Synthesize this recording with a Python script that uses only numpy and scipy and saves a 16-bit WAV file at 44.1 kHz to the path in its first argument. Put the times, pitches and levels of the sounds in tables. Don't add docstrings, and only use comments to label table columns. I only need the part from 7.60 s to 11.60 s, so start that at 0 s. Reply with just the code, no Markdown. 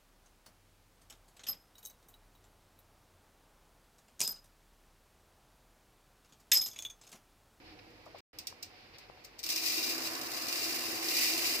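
import sys
import numpy as np
from scipy import signal
from scipy.fft import rfft, irfft, next_fast_len
from scipy.io import wavfile
from scipy.ndimage import uniform_filter1d

SR = 44100
rng = np.random.default_rng(int(sys.argv[2]) if len(sys.argv) > 2 else 0)


def unload_wav(signal):
    wavfile.write(
        sys.argv[1],
        SR,
        np.round(np.clip(np.atleast_2d(signal).T, -1, 1) * 32767).astype(np.int16),
    )


N = 176400
TIME = np.arange(N) / SR
POUR_START_S, POUR_RISE_S = 1.83, 0.014
LEFT_LAG_S = .00018


def from_db(db):
    return 10 ** (np.asarray(db) / 20)


def rms_one(x):
    return x / np.sqrt(np.mean(x ** 2) + 1e-20)


def decay(age, t60):
    return np.exp(-np.log(1000) * age / t60)


def in_time(rows):
    return np.interp(TIME, *np.transpose(rows))


def at_hz(rows, hz, column=1):
    rows = np.array(rows)
    return np.interp(np.log(hz + 1), np.log(rows[:, 0]), rows[:, column])


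def panned(pan_db):
    left = from_db(np.atleast_1d(pan_db))
    return np.array([left, np.ones_like(left)]) * np.sqrt(2 / (1 + left ** 2))


def filtered(x, hz, kind, order=2):
    return signal.sosfilt(signal.butter(order, hz, kind, fs=SR, output="sos"), x)


def colour(x, spectrum):
    size = next_fast_len(N + SR // 2)
    size += size % 2
    gain = rms_one(from_db(at_hz(spectrum, np.fft.rfftfreq(size, 1 / SR))))
    cepstrum = irfft(np.log(gain))
    cepstrum[1:size // 2] *= 2
    cepstrum[size // 2 + 1:] = 0
    return irfft(rfft(x, size) * np.exp(rfft(cepstrum)))[..., :N]


def resonance(x, hz, width_hz):
    return rms_one(signal.lfilter(*signal.iirpeak(hz, hz / width_hz, fs=SR), x))


# frequency in Hz, likeness of left and right, pan in dB.
DIFFUSE_FIELD = [(60, 0.99, 2.5), (130, 0.85, -4), (328, 0.79, 0), (636, 0.42, -0.5), (1270, 0.47, -8),
                 (2400, 0, -2.5), (5000, 0, -0.5)]
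def diffuse_noise():
    hz = np.fft.rfftfreq(N, 1 / SR)
    alike = at_hz(DIFFUSE_FIELD, hz)
    mid, side = rfft(rng.standard_normal((2, N)))
    mid, side = mid * np.sqrt(1 + alike), side * np.sqrt(1 - alike)
    left = (mid + side) * np.exp(-2j * np.pi * hz * LEFT_LAG_S)
    balance = panned(at_hz(DIFFUSE_FIELD, hz, column=2))
    return rms_one(irfft(np.array([left, mid - side]) * balance, N))


# frequency in Hz, relative level in dB.
ROOM_COLOUR = [(25, -29), (48, -14), (95, 1.5), (135, -6.5), (180, -8.5), (240, -5), (320, -3), (490, -4),
               (1000, -7.5), (1400, -10), (2400, -6), (3400, -14.5), (4900, -11), (6200, -23),
               (8500, -31.5), (15000, -27.5)]
# frequency in Hz, width in Hz, level in dB at the start, then as the pour begins.
ROOM_HUMS = [(318, 18, -60, -82), (480.6, 16, -69.5, -72.5), (735, 11.4, -66.5, -73)]
def room_tone():
    air = diffuse_noise()
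    hums = sum(from_db(in_time([(0, first_db), (POUR_START_S, last_db)])) * resonance(air, hz, width)
               for hz, width, first_db, last_db in ROOM_HUMS)
    return from_db(-58.5) * colour(diffuse_noise(), ROOM_COLOUR) + hums


# time in seconds, level in dB.
RUMBLE_LEVEL = [(0, -66), (.15, -63), (.35, -68), (1, -73), (1.3, -68), (1.6, -74), (2.6, -73), (3.2, -73),
                (3.7, -68.5), (4, -69)]
# frequency in Hz, relative level in dB.
RUMBLE_SPECTRUM = [(20, -15.5), (33, -14), (46, 5), (66, -10.5), (92, -4), (125, -7.5), (175, -10.5),
                   (400, -65.5)]
def rumble():
    return from_db(in_time(RUMBLE_LEVEL)) * colour(diffuse_noise(), RUMBLE_SPECTRUM)


# start in seconds, length in seconds, level in dB.
SLIDES = [(0.039, 0.11, -58), (0.188, 0.012, -53), (0.545, 0.063, -58), (1.097, 0.21, -61),
          (1.333, 0.038, -54.5), (1.363, 0.11, -59.5), (1.57, 0.052, -65)]
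# frequency in Hz, relative level in dB.
SLIDE_COLOUR = [(800, -12), (1600, -2.5), (2400, 3), (3300, -3.5), (4300, 0.5), (5200, -1), (6200, -21),
                (8500, -33), (15000, -32)]
def shifting_rice():
    swells = np.zeros(N)
    for start, length, db in SLIDES:
        progress = np.clip((TIME - start) / length, 0, 1)
        swells += from_db(db) * np.sqrt(np.sin(np.pi * progress).clip(0))
    return colour(swells * rng.standard_normal((2, N)), SLIDE_COLOUR)


POT_T60_S, POT_ECHO_DB, ROOM_T60_S, ROOM_ECHO_DB = 0.044, 12, 0.18, 6.5
def path_to_microphone(direct_db):
    t = TIME[:SR // 3]
    response = np.zeros((2, len(t)))
    response[0, int(LEFT_LAG_S * SR)] = response[1, 0] = from_db(direct_db)
    early, late = rng.standard_normal((2, 2, len(t)))
    late = filtered(late, 9100, "low", order=1)
    for noise, t60, db in (early, POT_T60_S, POT_ECHO_DB), (late, ROOM_T60_S, ROOM_ECHO_DB):
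        response += from_db(db) * rms_one(noise * decay(t, t60)) / np.sqrt(len(t))
    return rms_one(response) / np.sqrt(len(t))


def ring(x, hz, t60):
    radius, angle = decay(1 / SR, t60), 2 * np.pi * hz / SR
    return signal.lfilter([0, np.sin(angle)], [1, -2 * radius * np.cos(angle), radius ** 2], x + 1e-18)


# frequency in Hz, relative level in dB, seconds to fall 60 dB.
WALL_MODES = [(1911, -13, 0.06), (2398, 4.5, 0.074), (2575, 2, .08), (2730, 2.5, 0.061), (2893, -2.5, 0.13),
              (3830, -6.5, 0.13), (4330, -6, 0.17), (4700, -2, .08), (4900, 3.5, 0.1), (4950, 1.5, 0.081),
              (5260, 1, .06), (5860, 2, 0.081), (7129, -10, .09), (13840, -13.5, .05)]
def steel(clicks, spectrum, wall_db):
    rings = sum(from_db(db) * ring(clicks, hz, t60) * (-1) ** k
                for k, (hz, db, t60) in enumerate(WALL_MODES))
    return colour(clicks, spectrum) + from_db(wall_db) * rings


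# start in seconds, relative level in dB, spread of the rebounds in seconds, pan in dB.
GRAIN_TICKS = [(0.305, -41, 0.0029, 5), (0.457, -35, 0.0014, 1), (0.583, -31.5, .008, 2),
               (0.7866, -12, 0.00094, -1.5), (0.87, -8.5, 0.0027, -2.5), (1.025, -23.5, 0.0044, -13),
               (1.028, -12.5, 0.0039, -1), (1.384, -25, 0.0028, 5), (1.640, -31, 0.0089, 1),
               (1.647, -20.5, .012, 2), (1.785, -31, .003, 5), (1.791, -15.5, 0.013, 4),
               (1.8307, -16, 0.0028, 7), (1.838, -7, 0.0065, 0), (1.863, -10.5, .003, 1),
               (1.890, -3.5, 0.014, 2), (1.901, -5, .003, -1), (1.961, -4.5, .006, -1),
               (2.039, -12, .004, 4), (2.239, -9.5, .004, 1), (2.307, -10, 0.0045, 1),
               (2.552, -12, 0.0042, 2), (2.613, -10.5, .004, 0), (2.668, -14, .004, 1),
               (2.718, -12, 0.0017, 6), (2.74, -18, 0.0028, 3), (2.884, -7, 0.011, 3),
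               (2.988, -14, 0.0042, 1), (3.042, -9, 0.0046, 3), (3.188, -10, .004, -4),
               (3.485, -6, 0.0043, 3)]
# frequency in Hz, relative level in dB.
TICK_SPECTRUM = [(300, -42.5), (1600, -28), (2050, -9), (3250, -9.5), (4300, 0), (5500, 2.5), (6500, -6.5),
                 (8500, -7), (10200, -16), (12400, -10.5), (13600, -7), (15500, -6)]
TICK_DB, REBOUND_DB, REBOUND_COUNT = -1.5, -11.5, 6
def stray_grains():
    contacts = np.zeros((2, N + SR))
    for start, db, spread_s, pan_db in GRAIN_TICKS:
        rebounds = [(start + late * spread_s, db + REBOUND_DB) for late in rng.random(REBOUND_COUNT)]
        for when, level_db in [(start, db)] + rebounds:
            contact = from_db(level_db + TICK_DB) * panned(pan_db) * path_to_microphone(direct_db=2)
            first = int(when * SR)
            contacts[:, first:first + contact.shape[1]] += contact
    return steel(contacts[:, :N], TICK_SPECTRUM, wall_db=-46.5)


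# start in seconds, relative level in dB, first pitch in Hz, seconds to fall 60 dB, pan in dB.
BOWL_BUMPS = [(.463, -50, 757, 0.12, 2), (0.546, -48.5, 750, 0.11, 1.5), (.9255, -41, 847, 0.011, 20),
              (1.499, -42.5, 690, 0.01, 26), (1.574, -47.5, 860, 0.0084, 15)]
# multiple of the pitch, relative level in dB.
BOWL_MODES = [(.76, -3.5), (1, 3.5), (1.23, -3), (1.7, -4), (2.05, -9)]
SAG_OCTAVES, SAG_S, CHATTER_DEPTH, CHATTER_HZ = .6, 0.0162, .7, 110
def bowl_bumps():
    out = np.zeros((2, N))
    chatter = rms_one(filtered(rng.standard_normal((len(BOWL_MODES), 2, N)), CHATTER_HZ, "low"))
    uneven = (1 + CHATTER_DEPTH * chatter) / np.hypot(1, CHATTER_DEPTH)
    for start, db, hz, t60, pan_db in BOWL_BUMPS:
        age = np.maximum(TIME - start, 0)
        pitch = hz * 2 ** (-SAG_OCTAVES * (1 - np.exp(-age / SAG_S)))
        phase = 2 * np.pi * np.cumsum(pitch * (age > 0)) / SR
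        modes = sum(from_db(mode_db) * np.sin(ratio * phase) * (-1) ** k * uneven[k]
                    for k, (ratio, mode_db) in enumerate(BOWL_MODES))
        out += from_db(db) * panned(pan_db) * modes * decay(age, t60)
    return out


def pouring(curve):
    return from_db(in_time(curve)) * np.clip((TIME - POUR_START_S) / POUR_RISE_S, 0, 1)


def impacts(per_s, spread_db):
    chance = np.clip(per_s / SR, 1e-6, 1)
    sizes = rms_one(from_db(spread_db * np.minimum(rng.exponential(1, N), 4)))
    return (rng.random(N) < chance) * sizes * rng.choice([-1, 1], N) / np.sqrt(chance)


def scattered(clicks, direct_db=0, spots=10):
    spot = rng.integers(0, spots, N)
    arrivals = (signal.fftconvolve((clicks * (spot == k))[None], path_to_microphone(direct_db), axes=1)
                for k in range(spots))
    return sum(arrivals)[:, :N]


# time in seconds, relative level in dB.
FLOW_LEVEL = [(1.83, -43.5), (1.88, -46), (1.9, -35.5), (1.94, -39), (1.97, -38), (1.99, -41), (2.07, -33),
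              (2.17, -36.5), (2.31, -37.5), (2.39, -42.5), (2.46, -38.5), (2.52, -46), (2.68, -45.5),
              (2.8, -42.5), (2.89, -40), (2.98, -38.5), (3.1, -39), (3.4, -42), (3.58, -31.5), (3.65, -31),
              (3.7, -34), (3.8, -37.5), (3.87, -33.5), (4, -40)]
RUSTLE_LEVEL = [(1.83, -72), (1.9, -53), (1.94, -72), (2.08, -52), (2.69, -50), (2.97, -45.5), (3.4, -46),
                (3.63, -35), (3.68, -43), (3.86, -38), (4.0, -45.5)]
# frequency in Hz, relative level in dB.
PATTER_SPECTRUM = [(300, -37.5), (1600, -27), (2000, -10.5), (2400, -11), (3250, -12.5), (4200, -4.5),
                   (5150, -0.5), (6000, -8), (7500, -9.5), (9800, -15), (11300, -12.5), (12400, -14),
                   (13700, -7.5), (15500, -9)]
RUSTLE_SPECTRUM = [(400, -19), (1350, -21.5), (1700, -5), (2000, 3.5), (2400, -1), (2800, 4.5), (3200, -6),
                   (3800, -23.5), (7000, -8), (15000, -5)]
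# time in seconds, pan in dB.
LANDING_PAN = [(1.8, 1.5), (2.1, 1.5), (2.55, 0), (3, 1.5), (3.45, 0.5), (4, 1.5)]
GRAINS_PER_S, BOUNCES_PER_S, RUSTLES_PER_S, CLUMP_BAND_HZ = 3500, 170, 4000, (16, 21)
def stream():
    flow_db, flow = in_time(FLOW_LEVEL), pouring(FLOW_LEVEL)
    median_db = np.median(flow_db[TIME > POUR_START_S])
    busy = from_db(.8 * (flow_db - median_db))
    clump_db = 0.95 * rms_one(filtered(rng.standard_normal(N), CLUMP_BAND_HZ, "band"))
    clumps = from_db(1.5 + clump_db)
    patter = flow * clumps * impacts(GRAINS_PER_S * busy, spread_db=4.5)
    bounces = from_db(-2.5) * flow * impacts(BOUNCES_PER_S * busy, spread_db=3.5)
    rustle = pouring(RUSTLE_LEVEL) * clumps * impacts(RUSTLES_PER_S * busy, spread_db=5.5)
    contacts = scattered(patter) + scattered(bounces, direct_db=8.5)
    on_steel = steel(contacts, PATTER_SPECTRUM, wall_db=-41.5) * panned(in_time(LANDING_PAN))
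    on_rice = colour(scattered(rustle), RUSTLE_SPECTRUM) * panned(-6.5)
    return on_steel + on_rice


# time in seconds, relative level in dB.
DRUMMING_LEVEL = [(1.83, -61), (1.9, -55.5), (2.1, -52.5), (2.5, -47.5), (2.8, -49.5), (3.3, -49),
                  (3.65, -49), (4, -48)]
HOLLOW_LEVEL = [(1.83, -64), (1.92, -58.5), (2.2, -49), (2.8, -54.5), (3.05, -51), (3.85, -47.5),
                (4.0, -52)]
# frequency in Hz, relative level in dB.
DRUMMING_COLOUR = [(50, -37), (95, -25), (132, -5.5), (175, -23), (215, -25), (255, 0), (400, -3),
                   (560, -3), (700, 2.5), (850, -8), (1080, 0.5), (1350, -5.5), (1800, -2.5), (4000, -28.5)]
# frequency in Hz, width in Hz, relative level in dB.
AIR_MODES = [(259.5, 12, -5), (326.8, 14.6, 2.5), (723, 30, -16)]
def heap():
    landings = diffuse_noise()
    air = sum(from_db(db) * resonance(landings, hz, width) for hz, width, db in AIR_MODES)
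    hollow = from_db(2) * pouring(HOLLOW_LEVEL) * rms_one(filtered(air, 346, "high"))
    drumming = from_db(3) * pouring(DRUMMING_LEVEL) * colour(diffuse_noise(), DRUMMING_COLOUR)
    return drumming + hollow


# start in seconds, relative level in dB.
CLUMP_LANDINGS = [(2.172, -31)]
def clump_thump(rise_s=.009, t60=.085):
    out, hz = np.zeros(N), AIR_MODES[1][0]
    for start, db in CLUMP_LANDINGS:
        age = np.maximum(TIME - start, 0)
        swell = (1 - np.exp(-(age / rise_s) ** 2)) * decay(age, t60)
        out += from_db(db) * swell * np.sin(2 * np.pi * hz * age)
    return out


def scene():
    kitchen = room_tone() + rumble()
    handling = shifting_rice() + stray_grains() + bowl_bumps()
    return kitchen + handling + stream() + heap() + clump_thump()


DROPOUT_START_S, DROPOUT_END_S, TREBLE_CUT_HZ = .606, 0.731, 15520
def record(dry):
    live = (TIME < DROPOUT_START_S) | (TIME > DROPOUT_END_S)
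    gate = uniform_filter1d(1.0 * live, size=64)
    lowpass = signal.ellip(12, .2, 70, TREBLE_CUT_HZ, fs=SR, output="sos")
    return signal.sosfilt(lowpass, dry * gate)


dry = scene()
out = record(dry)
unload_wav(out)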